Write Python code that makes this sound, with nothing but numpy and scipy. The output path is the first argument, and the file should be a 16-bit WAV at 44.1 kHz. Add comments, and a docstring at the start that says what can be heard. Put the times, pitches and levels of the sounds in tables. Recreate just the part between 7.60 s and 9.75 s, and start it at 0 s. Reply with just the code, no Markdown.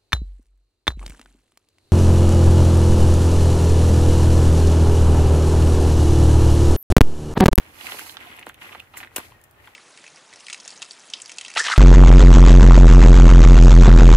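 """A plastic tarp is dragged over a pole outdoors, close to a camera with two microphones.
Dense random clicks make its crinkle, slide hiss and low flutter; short ringing bursts are larger creases
snapping, bright bursts are ticks and tears, sinking damped tones are flaps, and one fold cracks loudly.
Farther off: rumble and air in the trees from random spectra, and a faint whistle of narrow noise.
Short scatter off the car, the ground and the sheet surrounds the tarp."""
import sys
import numpy as np
from scipy import signal
from scipy.io import wavfile
from scipy.ndimage import uniform_filter1d

SR = 44100
rng = np.random.default_rng(int(sys.argv[2]) if len(sys.argv) > 2 else 0)


def how_loud(loudness_db):
    """Turn decibels into a plain amplitude multiplier (0 dB gives 1, 20 dB gives 10)."""
    steps = np.asarray(loudness_db, float) / 20
    return 10 ** steps


def generate_wav(sig):
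    """Save sig (samples, or channels by samples) to the path in sys.argv[1] as 16-bit PCM at SR."""
    pcm = np.round(np.clip(np.atleast_2d(sig).T, -1, 1) * 32767).astype(np.int16)
    wavfile.write(sys.argv[1], SR, pcm)


N = 94815  # samples, 2.15 s


def evened(x):
    """Scales a sound to an rms of 1."""
    return x / np.sqrt(np.mean(x ** 2) + 1e-20)


def topped(x, db):
    """Sets the peak level in dB."""
    return how_loud(db) * x / abs(x).max()


def levelled(x, db, length):
    """Sets the rms level in dB over the length of a burst in seconds."""
    return how_loud(db) * x / np.sqrt(np.sum(x ** 2) / (length * SR))


def along(rows, axis):
    """One column of a timed table, sample by sample."""
    rows = np.array(rows)
    return np.interp(np.arange(N) / SR, rows[:, 0], rows[:, axis])


def read(points, hz):
    """Reads a frequency table between its points, on a log frequency scale."""
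    f, value = np.transpose(points)
    return np.interp(np.log(hz + 1), np.log(f + 1), value)


def coloured(x, points):
    """Causal minimum-phase filter with the given gain curve."""
    gain_db = np.maximum(read(points, abs(np.fft.fftfreq(4096, 1 / SR))), -100)
    log_gain = gain_db / 20 * np.log(10)
    spectrum = np.exp(np.conj(signal.hilbert(log_gain)))
    taps = np.fft.ifft(spectrum).real[:2048]
    return signal.oaconvolve(x, taps[None], axes=1)[:, :x.shape[1]]


def ring(x, hz, q):
    """A single resonance."""
    return signal.lfilter(*signal.iirpeak(hz, max(q, .5), SR), x)


def add(mix, s, sound, side):
    """Places a sound on the sheet; the far microphone is shaded and hears it a little later and softer."""
    spread_s, shadow_db = .0003, 3  # at side 1: lag between microphones; cut at one, equal lift at the other
    for ch, sign in enumerate((1, -1)):
        start = round((s + max(sign * side, 0) * spread_s) * SR)
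        part = mix[ch, start:][:len(sound)]
        part += how_loud(-sign * side * shadow_db) * sound[:len(part)]


def crackle(points, level_db, per_s, spread_db, clump_db, clump_s, low_hz, high_hz, patch_q, patch_db):
    """Dense random clicks from nine places across the sheet, each with its own clumps and favoured pitch."""
    out = np.zeros((2, N))
    pitches = rng.permutation(np.geomspace(low_hz, high_hz, 9))
    for side, hz in zip(np.linspace(-1, 1, 9), pitches):
        clumps = evened(uniform_filter1d(rng.standard_normal(N), max(round(clump_s * SR), 2)))
        size = how_loud(spread_db * np.minimum(rng.exponential(1, N), 4) + clump_db * clumps)
        happens = rng.random(N) < per_s / 9 / SR
        clicks = size * rng.choice([-1., 1.], N) * happens
        patch = how_loud(patch_db) * evened(ring(clicks, hz, patch_q))
        add(out, 0, evened(clicks) + patch, side)
    return evened(coloured(out, points)) * how_loud(level_db)


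def burst(length, clicky, size):
    """A few slips packed into a moment, swelling to one main slip and dying away."""
    main_slip_s = 0.00048  # bursts this short are mostly one clean buckle
    t = np.arange(size) / SR / max(length, .0005)
    noise = rng.standard_normal((2, size))
    swell = t ** .7 * np.exp(-t ** 1.4)
    slips = swell * noise[0] * how_loud(clicky * noise[1])
    slips[np.argmax(t > .5)] += min(main_slip_s / length, 1) * np.linalg.norm(slips)
    return slips


# pull on the sheet, close by, before drift and scatter: [t/s, crinkle level/dB, slide hiss level/dB]
PULL_LEVELS = [(0, -50.5, -60.5), (.13, -53, -58.5), (.21, -44, -48.5), (.27, -37, -42), (.37, -40.5, -43),
               (.52, -48, -45.5), (.585, -54.5, -63.5), (.607, -43.5, -56), (.77, -45.5, -57),
               (.855, -53.5, -65), (.885, -42.5, -53), (.93, -60.5, -85), (1.0, -54, -64), (1.02, -39, -52),
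               (1.1, -47.5, -54.5), (1.18, -48.5, -61), (1.3, -68, -71), (1.36, -46, -59.5),
               (1.39, -43.5, -46.5), (1.45, -48, -59), (1.5, -60.5, -76), (1.55, -56.5, -57.5),
               (1.585, -37.5, -50.5), (1.66, -54, -55), (1.9, -71, -88), (2.06, -54.5, -60),
               (2.15, -62.5, -70.5)]
# colour of creasing plastic: [f/Hz, filter gain/dB]
CRINKLE_COLOUR = [(300, -39), (700, -1.5), (1300, -1), (2000, 5), (3000, 2.5), (4500, -7.5), (7000, -48.5)]


def crinkle():
    """Countless tiny creases buckle as the sheet is pulled."""
    return crackle(CRINKLE_COLOUR, along(PULL_LEVELS, axis=1), per_s=4000, spread_db=3.4, clump_db=3.9,
                   clump_s=.012, low_hz=760, high_hz=3300, patch_q=4.5, patch_db=4)


# colour of the sliding sheet: [f/Hz, filter gain/dB]
HISS_COLOUR = [(2600, -25), (4100, 0.5), (5500, -4), (8400, -4), (11400, -0.5), (15100, -8)]


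def slide_hiss():
    """The sliding sheet makes clicks so dense and bright that they fuse into hiss."""
    return crackle(HISS_COLOUR, along(PULL_LEVELS, axis=2), per_s=23000, spread_db=4, clump_db=2,
                   clump_s=.018, low_hz=4540, high_hz=13800, patch_q=.66, patch_db=-7)


# colour of the low flutter: [f/Hz, filter gain/dB]
FLUTTER_COLOUR = [(70, -41), (150, -4), (310, 1), (800, -2.5), (1300, -42.5)]


def flutter():
    """Sparser low clicks whose level follows about half of the crinkle's swing in dB."""
    crinkle_db = along(PULL_LEVELS, axis=1)
    level_db = -59 + 0.48 * (crinkle_db - crinkle_db.mean())
    return crackle(FLUTTER_COLOUR, level_db, per_s=900, spread_db=2.5, clump_db=2,
                   clump_s=.04, low_hz=193, high_hz=806, patch_q=2.45, patch_db=3)


# where the sheet is worked: [t/s, left minus right level/dB]
SHEET_DRIFT = [(0, -2.5), (.23, -5.5), (.38, -2), (.55, -5), (.7, -0.5), (1.15, -2.5), (1.45, -1.5),
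               (1.56, 1), (2.15, 1)]


def drifted(tarp):
    """The work moves along the sheet, so the balance between the two microphones drifts."""
    return tarp * how_loud(np.outer([.5, -.5], along(SHEET_DRIFT, axis=1)))


# spectrum of the distance and the trees: [f/Hz, relative level/dB]
AIR_SPECTRUM = [(20, -48), (45, -25), (90, 5), (200, -18), (900, -9.5), (1800, -13), (5000, -30),
                (11000, -29.5), (15500, -26)]
# left-right likeness of that air at the microphones: [f/Hz, likeness from 0 to 1]
AIR_LIKENESS = [(60, 1), (300, 0.43), (1000, 0.022)]


def air():
    """Distant rumble and leaves: random spectra with soft patches."""
    level_db, patch_db = -56.5, 1.3
    frames, hz = N // 256 + 5, np.fft.rfftfreq(1024, 1 / SR)
    a, b, c, d, patches = rng.standard_normal((frames, 513, 5)).T
    patches = evened(uniform_filter1d(uniform_filter1d(patches, 12, 0), 14, 1))
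    same = np.clip(read(AIR_LIKENESS, hz), -1, 1)[:, None]
    left = a + 1j * b
    right = same * left + np.sqrt(1 - same ** 2) * (c + 1j * d)
    z = np.array([left, right]) * how_loud(read(AIR_SPECTRUM, hz)[:, None] + patch_db * patches)
    return how_loud(level_db) * evened(signal.istft(z, nperseg=1024, noverlap=768)[1][:, :N])


# far whistle: [t/s, f/Hz, level/dB]
WHISTLE_GLIDE = [(0, 1850, -61), (.13, 1800, -76), (1.66, 1930, -74), (1.74, 1890, -66), (1.85, 1810, -68),
                 (1.92, 1800, -80), (1.98, 1790, -67), (2.15, 1950, -71)]


def whistle():
    """A faint blurred whistle far off, perhaps a bird: narrow noise on a gliding pitch."""
    a, b = uniform_filter1d(rng.standard_normal((2, N)), size=500, axis=1)
    turn = 2 * np.pi * np.cumsum(along(WHISTLE_GLIDE, axis=1)) / SR
    tone = (a + a.std()) * np.sin(turn) + b * np.cos(turn)
    return how_loud(along(WHISTLE_GLIDE, axis=2)) * evened(tone)


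# larger creases snapping, before placing, drift and scatter: [t/s, rms level/dB, pitch f/Hz, length/s]
CREASE_SNAPS = [(0.209, -34.5, 2840, 0.0025), (0.268, -25.5, 2290, 0.0012), (0.319, -29, 2930, .003),
                (0.342, -40.5, 840, 0.0049), (0.3931, -26, 1500, 0.0009), (0.495, -32, 2950, 0.0015),
                (0.5687, -29, 3200, 0.0013), (0.572, -36.5, 1300, 0.0017), (0.787, -36, 2140, .0015),
                (.791, -43, 2200, 0.0017), (0.827, -35, 2450, 0.0014), (.83, -39, 1920, 0.0023),
                (0.8675, -30, 1250, 0.0013), (0.8956, -29.5, 1510, 0.00085), (0.944, -42, 2840, .001),
                (1.014, -43, 2270, 0.0064), (1.119, -40.5, 2420, 0.0095), (1.148, -33, 1160, 0.0018),
                (1.152, -39, 960, 0.0032), (1.197, -35, 2360, 0.0011), (1.2014, -29, 2670, 0.0009),
                (1.336, -42.5, 1030, 0.0085), (1.3703, -33.5, 2020, 0.00236), (1.403, -32.5, 2120, 0.0013),
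                (1.429, -33, 2110, 0.0021), (1.433, -37.5, 1930, 0.0037), (1.4468, -37, 1760, 0.0011),
                (1.473, -35, 1760, 0.00059), (1.5608, -28, 2700, 0.0051), (1.58, -29, 1460, 0.0023),
                (1.601, -34.5, 1230, 0.0013), (1.718, -45.5, 990, 0.0037), (2.0733, -38, 1770, 0.0016),
                (2.08, -41, 920, 0.00085)]


def snaps():
    """Each crease rings briefly at its own pitch over the broad colour of the sheet."""
    q, wide_db, side_per_db = 1.8, -3.5, -0.11  # the place of a snap follows the drift
    out = np.zeros((2, N))
    for s, db, hz, length in CREASE_SNAPS:
        kick = burst(length, 2.65, size=2500)
        wide = coloured(kick[None], CRINKLE_COLOUR)[0]
        ringing = ring(ring(kick, hz, q), hz, q)
        body = topped(ringing, 0) + topped(wide, wide_db)
        side = side_per_db * np.interp(s, *np.transpose(SHEET_DRIFT))
        add(out, s, levelled(body, db, length), side)
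    return out


# flaps of the whole sheet, before drift and scatter: [t/s, peak level/dB, final pitch f/Hz]
SHEET_FLAPS = [(0.322, -31.5, 356), (0.3445, -30.5, 303), (0.547, -39, 450), (0.8675, -29, 310.5),
               (.875, -36, 197), (1.153, -34.5, 342), (1.372, -47, 333), (1.517, -44, 495),
               (1.5638, -26.5, 280), (1.571, -26, 417), (1.5826, -27, 205)]


def flaps():
    """Dull pushes of air of a few cycles; the sheet carries the high part first, so the pitch sinks."""
    q, rise_s = 1.9, .0003
    glide, glide_s = 2.6, .0013  # starts this many pitches higher and sinks with this time constant
    out, t = np.zeros((2, N)), np.arange(3000) / SR
    for s, db, hz in SHEET_FLAPS:
        turns = hz * (t + glide * glide_s * (1 - np.exp(-t / glide_s)))
        envelope = (1 - np.exp(-t / rise_s)) * np.exp(-np.pi * hz * t / q)
        push = envelope * np.sin(2 * np.pi * turns)
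        add(out, s, topped(push, db), 0)
    return out


# ticks and tears of the coating, before placing, drift and scatter: [t/s, rms level of each end/dB, length/s]
COATING_TICKS = [(0.3932, -31, .001), (.765, -47.5, 0.0018), (0.791, -48.5, 0.0043), (0.864, -47, 0.003),
                 (0.891, -38.5, 0.0011), (0.943, -48, 0.00089), (1.2, -49, 0.0014), (1.368, -39.5, 0.011),
                 (1.5607, -23.5, 0.0041), (1.577, -36, 0.0079), (1.814, -54, 0.0016),
                 (1.838, -49.5, 0.0036), (1.911, -51, 0.00092)]
# colour of the tearing coating: [f/Hz, filter gain/dB]
TEAR_COLOUR = [(2200, -33), (4500, -13), (8000, -2.5), (11400, -3), (15500, -7)]


def ticks():
    """Bright bursts, each running out from two ends of a fold."""
    out = np.zeros((2, N))
    for s, db, length in COATING_TICKS:
        for sign in (1, -1):
            tear = coloured(burst(length, 1.3, size=2500)[None], TEAR_COLOUR)[0]
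            add(out, s, levelled(tear, db, length), sign * rng.random())
    return out


def yard(x):
    """Short scatter off the car, the ground and the sheet itself, different at each microphone."""
    t60_s, first_s = .07, .001
    t = np.arange(6000) / SR
    echoes = rng.choice([-1., 1.], (2, 6000)) * (rng.random((2, 6000)) < .06)
    taps = echoes * how_loud(-60 * t / t60_s) * (t > first_s)
    highpass = signal.butter(2, 450, "high", fs=SR)
    taps = signal.lfilter(*highpass, taps / np.linalg.norm(taps[0]))
    return signal.fftconvolve(x, taps, axes=1)[:, :N]


def scene():
    """The tarp close by with its scatter, over the distant air and whistle."""
    tarp = crinkle() + slide_hiss() + flutter() + snaps() + flaps() + ticks()
    tarp = drifted(tarp)
    scatter = how_loud(-9) * yard(tarp)
    return tarp + scatter + air() + whistle()


def band_limit(x):
    """A steep low-pass at the top of the band."""
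    return signal.sosfilt(signal.butter(12, 16480, fs=SR, output="sos"), x)


def record(dry):
    """The camera's band limit takes away the top of the treble."""
    lowpass = signal.firwin(255, 15650, fs=SR)  # edge in Hz
    limited = signal.oaconvolve(dry, lowpass[None], "same", axes=1)
    return band_limit(limited)


dry = scene()
out = record(dry)
generate_wav(out)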